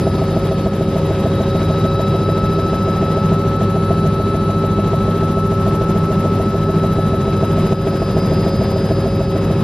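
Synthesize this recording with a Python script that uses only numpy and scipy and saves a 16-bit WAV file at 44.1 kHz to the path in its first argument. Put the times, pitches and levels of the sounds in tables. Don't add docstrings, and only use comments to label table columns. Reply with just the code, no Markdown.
import sys
import numpy as np
from scipy import signal
from scipy.fft import rfft, irfft, next_fast_len
from scipy.io import wavfile
from scipy.ndimage import uniform_filter1d

SR = 44100
rng = np.random.default_rng(int(sys.argv[2]) if len(sys.argv) > 2 else 0)


def bounce(signal):
    frames = np.transpose(np.atleast_2d(signal))
    limited = np.clip(frames, -1, 1)
    pcm = np.round(limited * 32767).astype(np.int16)
    wavfile.write(sys.argv[1], SR, pcm)


N = 424683

CRUISE_TURNS_PER_S = 100
GEARS_START_CYCLES = .62

# boom peak time in seconds, boom peak in dB, level dip in dB, recovery in seconds.
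BUFFETS = [(0.666, -11, -3, .15), (7.726, -13, -5, 0.16)]
# time in seconds, share 0-1 of the light-load level change.
LIGHT_LOAD = [(0, 1), (2.4, 1), (4.4, .1), (9.63, 0.1)]


def from_db(db):
    return 10 ** (np.asarray(db) / 20)


def rms_one(x):
    return x / np.sqrt(np.mean(x ** 2) + 1e-20)


def in_time(rows):
    s, *columns = np.transpose(rows)
    return [np.interp(np.arange(N) / SR, s, column) for column in columns]


def at_hz(points, hz, axis=1):
    points = np.array(points)
    return np.interp(np.log(hz), np.log(points[:, 0]), points[:, axis])


def drift(rate):
    r = np.exp(-200 * np.pi * rate / SR)
    noise = rng.standard_normal(N // 100 + 1002)
    slow = signal.lfilter([1], [1, -2 * r, r * r], noise)[1000:]
    return np.interp(np.arange(N) / 100, np.arange(len(slow)), rms_one(slow))


def tone(cycles, level_db, pan_db=0, lead_rad=0):
    sides = np.array([[.5], [-.5]])
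    gain = np.sqrt(2) * from_db(level_db + pan_db * sides)
    return gain * np.cos(2 * np.pi * cycles + lead_rad * sides)


def swell(at, sizes, hz, width_hz):
    out = np.full(N, 1e-18)
    out[np.clip(at, 0, N - 1)] = sizes
    r, w = np.exp(-2 * np.pi * width_hz / SR), 2 * np.pi * hz / SR
    for stage in range(3):
        out = signal.lfilter([np.sin(w)], [1, -2 * r * np.cos(w), r * r], out)
    return out * 2 * (np.e * (1 - r)) ** 2


def blows(turns, modes, spread_db, jitter_s):
    at = np.flatnonzero(np.diff(np.floor(turns)))
    chance = rng.standard_normal((len(at), 1 + len(modes)))
    at = at + (jitter_s * SR * chance[:, 0]).astype(int)
    ringing = 0
    for k, (hz, width_hz, level_db) in enumerate(modes):
        ringing = ringing + swell(at, from_db(level_db + spread_db * chance[:, k + 1]), hz, width_hz)
    return rms_one(ringing)


def stereo_air(hz):
    # frequency in Hz, noise density in dB per Hz before tilt and swells.
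    colour = [(25, -49), (45, -50), (95, -51), (125, -41), (205, -43.5), (235, -51), (400, -50.5),
              (430, -53), (1000, -65), (2400, -76.5), (3500, -77.5), (5200, -85.5), (5900, -87),
              (6500, -85), (8000, -93.5), (8600, -94), (11500, -90.5), (15000, -108)]
    # frequency in Hz, side minus mid in dB, left lead in radians.
    width = [(30, -48, 0), (60, -36, 0), (200, -34, 0), (370, -20, 0), (690, -25, 0), (1260, -12, .1),
             (2320, -10, .1), (3400, -8, .2), (4300, -5.5, .3), (5200, -1.5, 0), (5800, -3, -1.6),
             (7200, -5, -1.6), (8200, -3, -1.6), (8500, -15, 0), (14000, -16, 0)]
    # frequency in Hz, left minus right in dB.
    tilt = [(60, 0.5), (110, 0.5), (200, 0.0), (370, 1), (690, -1), (1260, 2.5), (2320, 0), (4270, 1),
            (7000, -1), (8500, 0), (14400, 0)]
    size = next_fast_len(N)
    noise = rfft(rng.standard_normal((2, size)))
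    mid, side = noise * from_db(at_hz(colour, hz)) * np.sqrt(SR / 2)
    side = side * from_db(at_hz(width, hz))
    lead = np.exp(.5j * at_hz(width, hz, axis=2))
    pair = np.array([mid * lead + side, mid / lead - side])
    return pair * from_db(at_hz(tilt, hz) * [[.5], [-.5]])


def airflow(turns):
    # time in seconds, then low roar, rush and high swish in dB about their usual level.
    gusts = [(0, -0.5, .5, 0.5), (.9, -2.1, 2, 0.5), (1.95, 1.5, 1, 0.5), (2.55, -1.5, 0.5, -1),
             (3.0, -1, 1, 0), (3.6, -1.3, 0.1, -0.5), (4.5, -2, -1, -2), (5.1, 0.2, 0, 0.5),
             (5.4, -6, -1, -0.5), (5.75, 2, 1, 1.5), (6.5, -0.5, -1, 0), (7.1, -1, -0.5, -0.5),
             (7.5, 0.5, 1.5, 1.5), (8.1, 2, 1.9, 1.5), (9.0, 0, 0.5, 0.5), (9.3, -1.5, -1.5, -1.5),
             (9.63, 0.5, 2, 0)]
    gust_hz = [170, 3500, 11500]
    # frequency in Hz, swing in dB, delay in rotor turns after the pass.
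    wake = [(100, -1.5, 0), (180, .7, 0), (350, 1.5, 0), (800, 0, 0.05), (2520, 0.5, 0), (5600, .3, .03),
            (6400, 3.2, 0.045), (7300, 3, .04), (8300, .6, .04), (9600, .8, .1), (10800, 6, 0.13),
            (13000, 6, .105)]
    lean = .23
    peak = .18
    size = next_fast_len(N)
    hz = np.maximum(np.arange(size // 2 + 1) * SR / size, 1)
    pair = stereo_air(hz)
    gusts_db = np.array(in_time(gusts))
    out, together = np.zeros((2, N)), drift(26.0)
    centres_hz = 20 * 2 ** np.r_[0:8:.5, 8:9.8:.2]
    for centre_hz, mine in zip(centres_hz, np.eye(len(centres_hz))):
        share = np.interp(np.log(hz), np.log(centres_hz), mine)
        blend = [np.interp(np.log(centre_hz), np.log(gust_hz), row) for row in np.eye(len(gust_hz))]
        angle = 4 * np.pi * (turns - at_hz(wake, centre_hz, axis=2))
        shape = np.cos(angle) + lean * np.sin(2 * angle) + peak * np.cos(2 * angle)
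        wake_db = at_hz(wake, centre_hz) * shape
        own_db = np.interp(np.log(centre_hz), np.log([3000, 11000]), [.8, 1.6])
        flicker_db = 1.26 * together + own_db * drift(29)
        out += from_db(blend @ gusts_db + wake_db + flicker_db) * irfft(pair * share, size)[:, :N]
    return out


def booms():
    rise_s = .0085
    s, peak_db = np.transpose(BUFFETS)[:2]
    at = ((s - rise_s) * SR).astype(int)
    return swell(at, from_db(peak_db), hz=182, width_hz=57)


def dips():
    after_boom_s = .0083
    s = np.arange(N) / SR - after_boom_s
    level_db = 0
    for at_s, boom_db, dip_db, back_s in BUFFETS:
        level_db = level_db + dip_db * (s > at_s) * np.exp(-np.abs(s - at_s) / back_s)
    return from_db(level_db)


def turbine_whistle():
    # time in seconds, frequency in Hz, level in dB rms.
    whistle = [(0, 10050, -58), (.9, 10100, -63), (1.6, 10155, -71), (2.4, 10155, -65), (3.3, 10128, -71),
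               (4, 10098, -59), (4.9, 10070, -64), (5.7, 10045, -62), (6.4, 10020, -72), (7, 10008, -60),
               (7.7, 9990, -66), (8.4, 9988, -60), (9, 10030, -63), (9.63, 10075, -62)]
    hz, level_db = in_time(whistle)
    cycles = np.cumsum(hz) / SR + .1 * drift(15)
    return tone(cycles, level_db + 3.0 * drift(5))


def steady_tones(shaft):
    # shaft multiple, left minus right in dB, left lead in radians.
    tones = [(.8068, 0, 0), (2, 0, 0), (2.4204, .3, 0), (3.227, -.4, -.1), (4.034, .3, 0), (4.841, .4, -.1),
             (6.534, 0, 0), (7.732, 0, 0), (9.135, .8, 0), (11.598, -.6, -.2), (12.297, 2, .2),
             (12.651, 1.5, 0), (13.35, 2.5, .2), (13.701, 4.5, .3), (16.6, 2, .2), (17.119, 3.2, .2),
             (21.786, .8, .2), (22.135, 1.3, .1), (26.705, 2, .5)]
    levels_db = [-40, -29.5, -34.5, -36, -41.5, -43, -46, -45, -55, -56, -51, -51, -55, -50, -60, -51, -63,
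                 -62, -65]
    out = np.zeros((2, N))
    for (k, pan_db, lead_rad), level_db in zip(tones, levels_db):
        out += tone(k * shaft + GEARS_START_CYCLES, level_db + 2.0 * drift(2.9), pan_db, lead_rad)
    return out


def gear_whines(shaft):
    # shaft multiple, left minus right in dB,
    # left lead in radians.
    whine = (13, 2, .14)
    twin_low = (38.7335, .6, 0)
    twin_high = (39, 1.3, .47)
    thin = (44.261, -.8, -.28)
    high = (50, 1.1, .75)
    faint_low = (10.894, .7, .2)
    faint_high = (26, 5.2, 1)
    side_tones = [(48, -.9, .8), (49, 1, .8), (51, 1, .8), (52, 1.4, 2), (53, 2.4, .6), (55.542, 0, 0)]
    # time in seconds, level in dB rms of each tone (twins and faint pair: lower, upper).
    whine_db = [(0, -34.5), (1.2, -35), (2.0, -27.5), (3.3, -26.5), (4.6, -27.5), (6.0, -27.5), (7.6, -30),
                (8.9, -38), (9.63, -36)]
    twin_db = [(0, -50, -50), (.35, -51, -52), (.9, -51, -56), (1.3, -47, -49), (1.6, -45, -45),
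               (1.9, -45, -43), (2.5, -49, -46), (3.2, -55, -48), (3.7, -67, -48), (4.8, -64, -46),
               (5.6, -67, -53), (6.4, -66, -51), (6.9, -62, -46), (7.6, -56, -47), (8.4, -54, -55),
               (9.0, -53, -56), (9.63, -52, -51)]
    thin_db = [(0, -51), (.6, -51), (1, -59), (1.5, -54), (2.3, -53), (3, -56), (4.0, -52), (5, -57),
               (5.5, -61), (6.3, -57), (6.9, -63), (7.7, -59), (8.5, -49), (9.2, -52), (9.63, -62)]
    high_db = [(0, -47), (.6, -50), (1.37, -52), (1.7, -48), (2.9, -47.5), (3.3, -51), (3.45, -66),
               (4.05, -56), (4.65, -65), (6.14, -52.5), (6.8, -54), (7.05, -61), (7.3, -51), (8.3, -40),
               (8.9, -42), (9.63, -48.5)]
    faint_db = [(0, -64, -54), (1, -55, -53), (2.2, -58, -50), (2.9, -48, -51), (4, -46, -52),
                (5.7, -44, -53), (6.9, -48, -55), (7.8, -51, -49), (8.6, -60, -57), (9.63, -55, -48)]
    side_tones_db = [(0, -63, -80, -71, -58, -76, -72), (1.2, -64, -72, -68, -62, -72, -72),
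                     (2.1, -64, -64, -63, -59, -61, -70), (2.9, -68, -66, -72, -62, -61, -78),
                     (4.2, -68, -72, -77, -61, -66, -74), (5.7, -70, -75, -69, -60, -80, -62),
                     (6.9, -58, -68, -64, -60, -71, -67), (7.7, -59, -65, -69, -59, -76, -66),
                     (8.5, -60, -70, -72, -65, -80, -71), (9.63, -61, -80, -77, -62, -78, -82)]
    flutters_db = [1.1, 1.1, 1.1, 2.2, .8, 1.1, 1.1, 2.5, 2.5, 2.5, 2.5, 2.5, 2.5]
    tones = [whine, twin_low, twin_high, thin, high, faint_low, faint_high, *side_tones]
    levels_db = []
    for curve in [whine_db, twin_db, thin_db, high_db, faint_db, side_tones_db]:
        levels_db += in_time(curve)
    out = np.zeros((2, N))
    for (k, pan_db, lead_rad), level_db, flutter_db in zip(tones, levels_db, flutters_db):
        out += tone(k * shaft + GEARS_START_CYCLES, level_db + flutter_db * drift(22.0), pan_db, lead_rad)
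    return out


def resonant_tones(shaft, speed):
    # shaft multiple, left minus right in dB, left lead in radians.
    tones = [(1, .3, 0), (5.5335, 0, 0), (8.559, 1.1, 0), (1.6136, .2, 0)]
    # peak in dB rms, best speed above cruise in turns per s, fall in dB
    # one turn per s away, slow wander in dB, load in dB per turn per s2 of speeding up, quick flutter in dB.
    response = [(-23, 0.44, 1.5, 0.6, 0.5, 1.1), (-29.5, -0.86, 2, 0.6, 1.5, 1.1),
                (-42, 0.74, 7.5, 0.6, 1, 2.5), (-24, 0.43, 1.5, 0.4, 0.5, 0.86)]
    out = np.zeros((2, N))
    gaining = uniform_filter1d(np.gradient(speed) * SR, size=SR // 2)
    for (k, pan_db, lead_rad), row in zip(tones, response):
        peak_db, best, fall_db, wander_db, load_db, flutter_db = row
        level_db = peak_db - fall_db * (speed - CRUISE_TURNS_PER_S - best) ** 2
        level_db = level_db + load_db * gaining + wander_db * drift(1.0) + flutter_db * drift(15.0)
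        out += tone(k * shaft + GEARS_START_CYCLES, level_db, pan_db, lead_rad)
    return out


def gear_mesh(turns):
    orders = [55, 57, 58, 59, 60]
    levels_db = [-46, -26.5, -46, -32, -47]
    lead_turns, shimmer_db = .05, 1.0
    return sum(tone(k * (turns + lead_turns), db + shimmer_db * drift(7.8), -.2, -.077)
               for k, db in zip(orders, levels_db))


def rotor_thump(turns):
    orders = [4, 6, 8, 9, 10, 11, 12]
    levels_db = [-50, -36, -33.5, -47, -44, -48, -37.5]
    light_db = [-6, -10, 0, 0, 0, 0, 5]
    lead_turns = .05
    light, = in_time(LIGHT_LOAD)
    return sum(tone(k * (turns + lead_turns), db + change_db * light + .51 * drift(.63))
               for k, db, change_db in zip(orders, levels_db, light_db))


def blade_slap(turns):
    orders = [14, 20, 22, 24, 26, 28, 30, 32]
    levels_db = [-50, -40, -38, -32, -34, -35.5, -30.5, -33]
    light_db = [0, -3, -4, 0, 0, 0, -12, -5]
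    # frequency in Hz, width in Hz, relative level in dB.
    modes = [(135, 18, -40), (204, 106, -5), (328, 52, 5), (480, 47, -40)]
    ringing_db, lead_turns = -43, .056
    light, = in_time(LIGHT_LOAD)
    steady = sum(tone(k * turns + 1 / 32, db + change_db * light + .53 * drift(3.1))
                 for k, db, change_db in zip(orders, levels_db, light_db))
    ringing = blows(2 * (turns + lead_turns), modes, spread_db=3.5, jitter_s=.00073)
    return steady + from_db(ringing_db) * ringing


def panel_knocks(turns, speed):
    # time in seconds, strength change in dB.
    odd_knocks = [(0.073, 2.5), (0.369, 3), (0.518, -0.5), (1.26, 2), (2.0, 1), (2.442, -5), (3.177, 2),
                  (3.471, -6), (3.911, 5), (4.497, 1), (4.79, 1.5), (4.937, 1.5), (5.38, -1), (6.256, 2.5),
                  (6.403, 3), (7.285, -3), (7.432, 4), (8.172, 2.5), (8.468, -1), (9.359, -1.5)]
    snap_band_hz = [200, 800]
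    # frequency in Hz, level in dB, length in seconds.
    buzz = [(645, -1.5, .016), (770, -14, .009), (490, -10, .007)]
    # level in dB, share of pitch, share of length.
    buzz_spread = [.6, .015, .08]
    lead_turns = .0325
    cruise_db, spread_db = -17, .3
    db_per_speed = -2
    snap_db, snap_s = 8, .0015
    buzz_after_s = .0009
    buzz_edge = .68

    struck = np.flatnonzero(np.diff(np.floor(turns + lead_turns)))
    chance = rng.standard_normal((len(struck), 2 + 3 * len(buzz)))
    strength_db = cruise_db + db_per_speed * (speed[struck] - CRUISE_TURNS_PER_S) + spread_db * chance[:, 0]
    for at_s, extra_db in odd_knocks:
        strength_db[np.argmin(np.abs(struck / SR - at_s))] += extra_db

    s = np.arange(SR // 40) / SR
    snap = -np.sin(np.pi * np.minimum(s / snap_s, 1)) ** 2
    snap = signal.lfilter(*signal.butter(1, snap_band_hz, "band", fs=SR), snap)
    rows = from_db(snap_db + buzz_spread[0] * chance[:, 1:2]) * snap
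    for k, (hz, level_db, length_s) in enumerate(buzz):
        more_db, higher, longer = (chance[:, 2 + 3 * k:5 + 3 * k] * buzz_spread).T[:, :, None]
        progress = np.minimum(s / length_s / (1 + longer), 1)
        shape = np.abs(np.sin(np.pi * progress)) ** buzz_edge
        swing = np.cos(2 * np.pi * hz * (1 + higher) * (s - buzz_after_s))
        rows = rows - from_db(level_db + more_db) * shape * swing

    out = np.zeros(N + len(s))
    out[struck[:, None] + np.arange(len(s))] = from_db(strength_db)[:, None] * rows
    return out[:N]


def scene():
    # time in seconds, speed in turns per s.
    shaft_speed = [(0.0, 99.61), (0.45, 99.38), (0.9, 99.31), (1.3, 99.4), (2.4, 100.21), (2.8, 100.35),
                   (3.2, 100.37), (3.6, 100.56), (4.8, 100.55), (5.6, 100.76), (6.0, 100.68), (7.2, 100.17),
                   (8.3, 99.36), (8.8, 99.3), (9.63, 99.63)]
    shaft_turns_per_rotor_turn = 14.749
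    blade_at_turns = .49
    speed, = in_time(shaft_speed)
    shaft = np.cumsum(speed) / SR
    turns = shaft / shaft_turns_per_rotor_turn - blade_at_turns
    drive = turbine_whistle() + steady_tones(shaft) + gear_whines(shaft) + resonant_tones(shaft, speed)
    rotor = gear_mesh(turns) + rotor_thump(turns) + blade_slap(turns)
    return (airflow(turns) + drive + rotor) * dips() + booms() + panel_knocks(turns, speed)


def record(dry):
    gain_db, ceiling = .9, 1.05
    low_cut_hz, high_cut_hz = 38, 15800
    rounded = ceiling * np.tanh(from_db(gain_db) * dry / ceiling)
    wet = signal.sosfilt(signal.butter(4, low_cut_hz, "high", fs=SR, output="sos"), rounded)
    return signal.sosfilt(signal.cheby2(16, 70, high_cut_hz, fs=SR, output="sos"), wet)


dry = scene()
out = record(dry)
bounce(out)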